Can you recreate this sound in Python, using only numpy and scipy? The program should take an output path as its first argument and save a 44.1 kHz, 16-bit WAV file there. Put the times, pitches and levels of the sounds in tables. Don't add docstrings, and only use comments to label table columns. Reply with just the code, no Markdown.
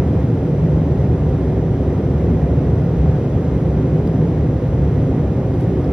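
import sys
import numpy as np
from scipy import signal
from scipy.fft import rfft, irfft, next_fast_len
from scipy.io import wavfile
from scipy.ndimage import uniform_filter1d, map_coordinates

SR = 44100
rng = np.random.default_rng(int(sys.argv[2]) if len(sys.argv) > 2 else 0)


def output_pcm(signal):
    pcm = np.clip(np.atleast_2d(signal).T, -1, 1) * 32767
    wavfile.write(sys.argv[1], SR, np.round(pcm).astype(np.int16))


N = 261072


def amp(db):
    return 10 ** (np.asarray(db) / 20)


def unit(x):
    return x / np.sqrt(np.mean(x ** 2) + 1e-20)


def along(points, hz):
    f, v = np.transpose(points)
    return np.interp(np.log(hz + 1), np.log(f + 1), v)


def curve(points):
    return np.interp(np.arange(N) / SR, *np.transpose(points))


def wobble(rate):
    return map_coordinates(rng.standard_normal(int(N * rate / SR) + 4), [np.arange(N) * rate / SR])


def dying(onset_s, t60_s):
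    age = np.arange(N) / SR - onset_s
    return (age >= 0) * np.exp(-np.log(1000) * np.maximum(age, 0) / t60_s)


def filtered(x, response):
    pad = SR // 2
    padded = np.pad(x, [(0, 0)] * (x.ndim - 1) + [(pad, pad)], mode="reflect")
    size = next_fast_len(N + 2 * pad)
    spectrum = rfft(padded, size) * response(np.fft.rfftfreq(size, 1 / SR))
    return irfft(spectrum, size)[..., pad:pad + N]


def stereo_noise(colour):
    # f/Hz, correlation
    likeness = [(60, 1), (160, .999), (260, .994), (500, 0.98), (700, 0.91), (850, 0.83), (1300, 0.72),
                (2200, 0.9), (2600, 0.42), (3800, 0.58), (4500, 0.08), (5300, .45), (6100, 0.54), (7100, 1),
                (8600, 1), (9300, .55), (10200, 0.99), (10700, 1), (12800, 1), (13600, .5), (14600, 1)]

    def mid_and_side(hz):
        angle = np.arccos(np.clip(along(likeness, hz), -1, 1)) / 2
        return colour(hz) * [np.cos(angle), np.sin(angle)]

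    mid, side = filtered(rng.standard_normal((2, N)), mid_and_side)
    return unit(np.array([mid + side, mid - side]))


def close_by(spectrum):
    return unit(filtered(rng.standard_normal((2, N)), lambda hz: amp(along(spectrum, hz))))


def airflow(level_db=-19, swell_db=0.5, swell_rate=2.56):
    # f/Hz, relative level/dB
    roar = [(20, -45), (33, -26), (50, -14), (61, -3), (100, -5), (165, -4.5), (190, -8), (290, -10),
            (320, -12), (450, -14.5), (530, -16), (590, -19.5), (760, -24.5), (1000, -34), (1600, -75.5)]
    return amp(level_db + swell_db * wobble(swell_rate)) * stereo_noise(lambda hz: amp(along(roar, hz)))


def resonance(centre_hz, width_hz):
    def response(hz):
        damping = (hz * width_hz) ** 2
        detuning = (hz ** 2 - centre_hz ** 2) ** 2
        return damping / (damping + detuning / 2)

    return stereo_noise(response)


def deep_boom(centre_hz, width_hz, level_db, swell_db, span_s=0.22):
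    band = resonance(centre_hz, width_hz)
    power = uniform_filter1d(np.mean(band ** 2, axis=0), int(span_s * SR))
    steady = band / np.sqrt(np.abs(power) + 1e-9)
    return amp(level_db) * unit(amp(swell_db) * steady)


def shifted(x, offset_hz):
    return np.real(signal.hilbert(x) * np.exp(2j * np.pi * np.cumsum(offset_hz) / SR))


def cabin_modes(upper_hz=156, lower_hz=71, surge_db=1.0, surge_rate=4):
    # f/Hz, width/Hz, rms level/dB
    modes = [(134, 20, -23.5), (214, 14, -37), (275, 32, -30.5), (362, 36, -32.5), (391, 30, -33.5),
             (478, 30, -37), (513, 30, -39), (751, 54, -46), (888, 60, -51), (1940, 70, -61.5),
             (2390, 90, -62.5), (5900, 300, -72.5)]
    # t/s, relative level/dB before scaling
    upper_swell = [(0, -5), (.36, -8.5), (.62, 4), (1, -1.5), (1.499, -5.5), (2.05, -6.5), (2.28, 2),
                   (2.62, -7.5), (3.04, 2.5), (3.42, -5), (3.66, 0), (4.3, 1.5), (4.539, -8.5), (4.95, 1.5),
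                   (5.25, -8), (5.91, -7.5)]
    lower_swell = [(0, -2.5), (.2, 2.5), (.42, -9), (.9, -2), (1.15, 3), (1.55, -4), (1.8, -1), (2.5, 1.5),
                   (2.78, -3), (3.05, 5.5), (3.2, -5), (3.42, 1), (3.68, -3), (4.1, -1), (4.5, 0),
                   (5.15, -0.5), (5.4, -4.5), (5.7, -2)]
    # t/s, f/Hz
    upper_pitch = [(0, 155), (.65, 153), (1.1, 148), (1.5, 162), (1.9, 153), (2.28, 155), (3.3, 150),
                   (3.7, 158), (4.4, 158), (4.9, 147), (5.55, 160)]
    weak = sum(amp(db) * unit(amp(surge_db * wobble(surge_rate)) * resonance(hz, width))
               for hz, width, db in modes)
    upper = deep_boom(upper_hz, width_hz=13, level_db=-22.3, swell_db=.8 * curve(upper_swell))
    lower = deep_boom(lower_hz, width_hz=20, level_db=-22.9, swell_db=1.1 * curve(lower_swell))
    return weak + shifted(upper, curve(upper_pitch) - upper_hz) + lower


def tone(hz, drift, drift_rate, waver_db, waver_rate):
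    pitch_hz = hz * (1 + drift * wobble(drift_rate))
    phase = 2 * np.pi * (np.cumsum(pitch_hz) / SR + rng.random())
    return unit(np.sin(phase) * amp(waver_db * wobble(waver_rate)))


def engines():
    # f/Hz, rms level/dB
    shafts = [(109.4, -25.8), (174.5, -34), (266, -38.5)]
    return sum(amp(db) * tone(hz, drift=.005, drift_rate=5, waver_db=2.2, waver_rate=4.4)
               for hz, db in shafts)


def ventilation(level_db=-43.0, flutter_db=0.3, flutter_rate=6):
    # f/Hz, relative level/dB
    vents = [(500, -18.5), (1000, 7.5), (1400, 3), (2100, -1), (2200, -2.5), (2310, -9), (2480, -4.3),
             (2900, -6.8), (4100, -12.4), (4480, -15.8), (4900, -13.8), (5500, -15.5), (6400, -16.5),
             (7400, -16), (8200, -21.5), (9000, -24), (10100, -24.3), (10800, -32.5), (13000, -33.6),
             (14800, -28.7), (15700, -28.7)]
    # f/Hz, rms level/dB
    fans = [(1195, -61), (1400, -64), (1645, -68), (2108, -66), (2220, -69), (3230, -71)]
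    gain = amp(level_db + flutter_db * wobble(flutter_rate))
    hiss = gain * stereo_noise(lambda hz: amp(along(vents, hz)))
    whine = sum(amp(db) * tone(hz, drift=.006, drift_rate=60, waver_db=2.5, waver_rate=12)
                for hz, db in fans)
    return hiss + whine


def rustle(grain_db=2.5, grain_rate=200):
    # t/s, level/dB
    sliding = [(0, -92), (3.5, -82), (3.595, -76), (3.606, -62.5), (3.618, -63), (3.635, -78), (3.96, -78),
               (4.05, -70), (4.13, -78), (5.45, -82), (5.535, -65), (5.565, -63), (5.585, -69), (5.6, -60),
               (5.62, -59), (5.655, -66), (5.69, -74), (5.92, -74)]
    # t/s, level/dB
    folds = [(5.6003, -51), (5.6056, -53), (5.6103, -48), (5.6142, -55), (5.628, -57.5), (5.644, -58)]
    # f/Hz, relative level/dB
    cloth = [(800, -14), (3000, 4), (4800, 5), (6500, -1), (7700, 0), (9500, 2.5), (11000, -2.5),
             (14000, -4.5), (15500, -11)]
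    brush = amp(curve(sliding)) * unit(amp(grain_db * wobble(grain_rate)))
    crackle = sum(amp(db) * dying(onset, t60_s=.014) for onset, db in folds)
    return np.hypot(brush, crackle) * close_by(cloth)


def ticks(snap_t60_s=.011, ring_t60_s=.036):
    # t/s, snap level/dB, ring f/Hz, ring level/dB
    events = [(4.0733, -46, 4790, -46), (5.539, -57, 4900, -52), (5.842, -58, 5170, -46.5)]
    # ratio to the ring frequency, relative level/dB
    fitting = [(1, 0), (.84, -9), (.74, -5), (.66, -5), (1.44, -11)]
    # f/Hz, relative level/dB
    snap_spectrum = [(800, -19), (2500, -7), (6500, -6), (8400, 1.5), (11000, -4), (13000, 1), (15500, -2)]
    t = np.arange(N) / SR
    snap, ring = np.zeros(N), np.zeros(N)
    for onset, snap_db, hz, ring_db in events:
        snap += amp(snap_db) * dying(onset, snap_t60_s)
        modes = sum(amp(db) * np.sin(2 * np.pi * hz * ratio * (t - onset)) for ratio, db in fitting)
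        ring += amp(ring_db) * modes * dying(onset, ring_t60_s)
    return ring + snap * close_by(snap_spectrum)


def ports(hz):
    # f/Hz, left minus right level/dB
    balance = [(70, -.05), (160, -.2), (260, -.5), (380, -.9), (530, -1.6), (760, -.2), (2000, -.2),
               (3200, .5), (8000, 0)]
    # f/Hz, phase/rad
    lead = [(60, .01), (180, .025), (380, .11), (560, .09), (720, 0), (950, .15), (1250, .1), (1500, -.25),
            (2200, -.2), (2600, -1.1), (3800, -.4), (5300, -1.3), (6100, -1.5), (7100, -3.14),
            (8600, -3.14), (9300, -4.6), (10200, -5), (10700, -6.28), (12800, -6.28), (14600, -9.42)]
    half = np.array([[.5], [-.5]])
    return amp(half * along(balance, hz)) * np.exp(1j * half * along(lead, hz))


def scene():
    return filtered(airflow() + cabin_modes() + engines() + ventilation() + rustle() + ticks(), ports)


def record(dry, low_cut_hz=36, top_hz=15760):
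    return filtered(dry, lambda hz: hz ** 2 / np.hypot(hz ** 2, low_cut_hz ** 2) * (hz < top_hz))


dry = scene()
out = record(dry)
output_pcm(out)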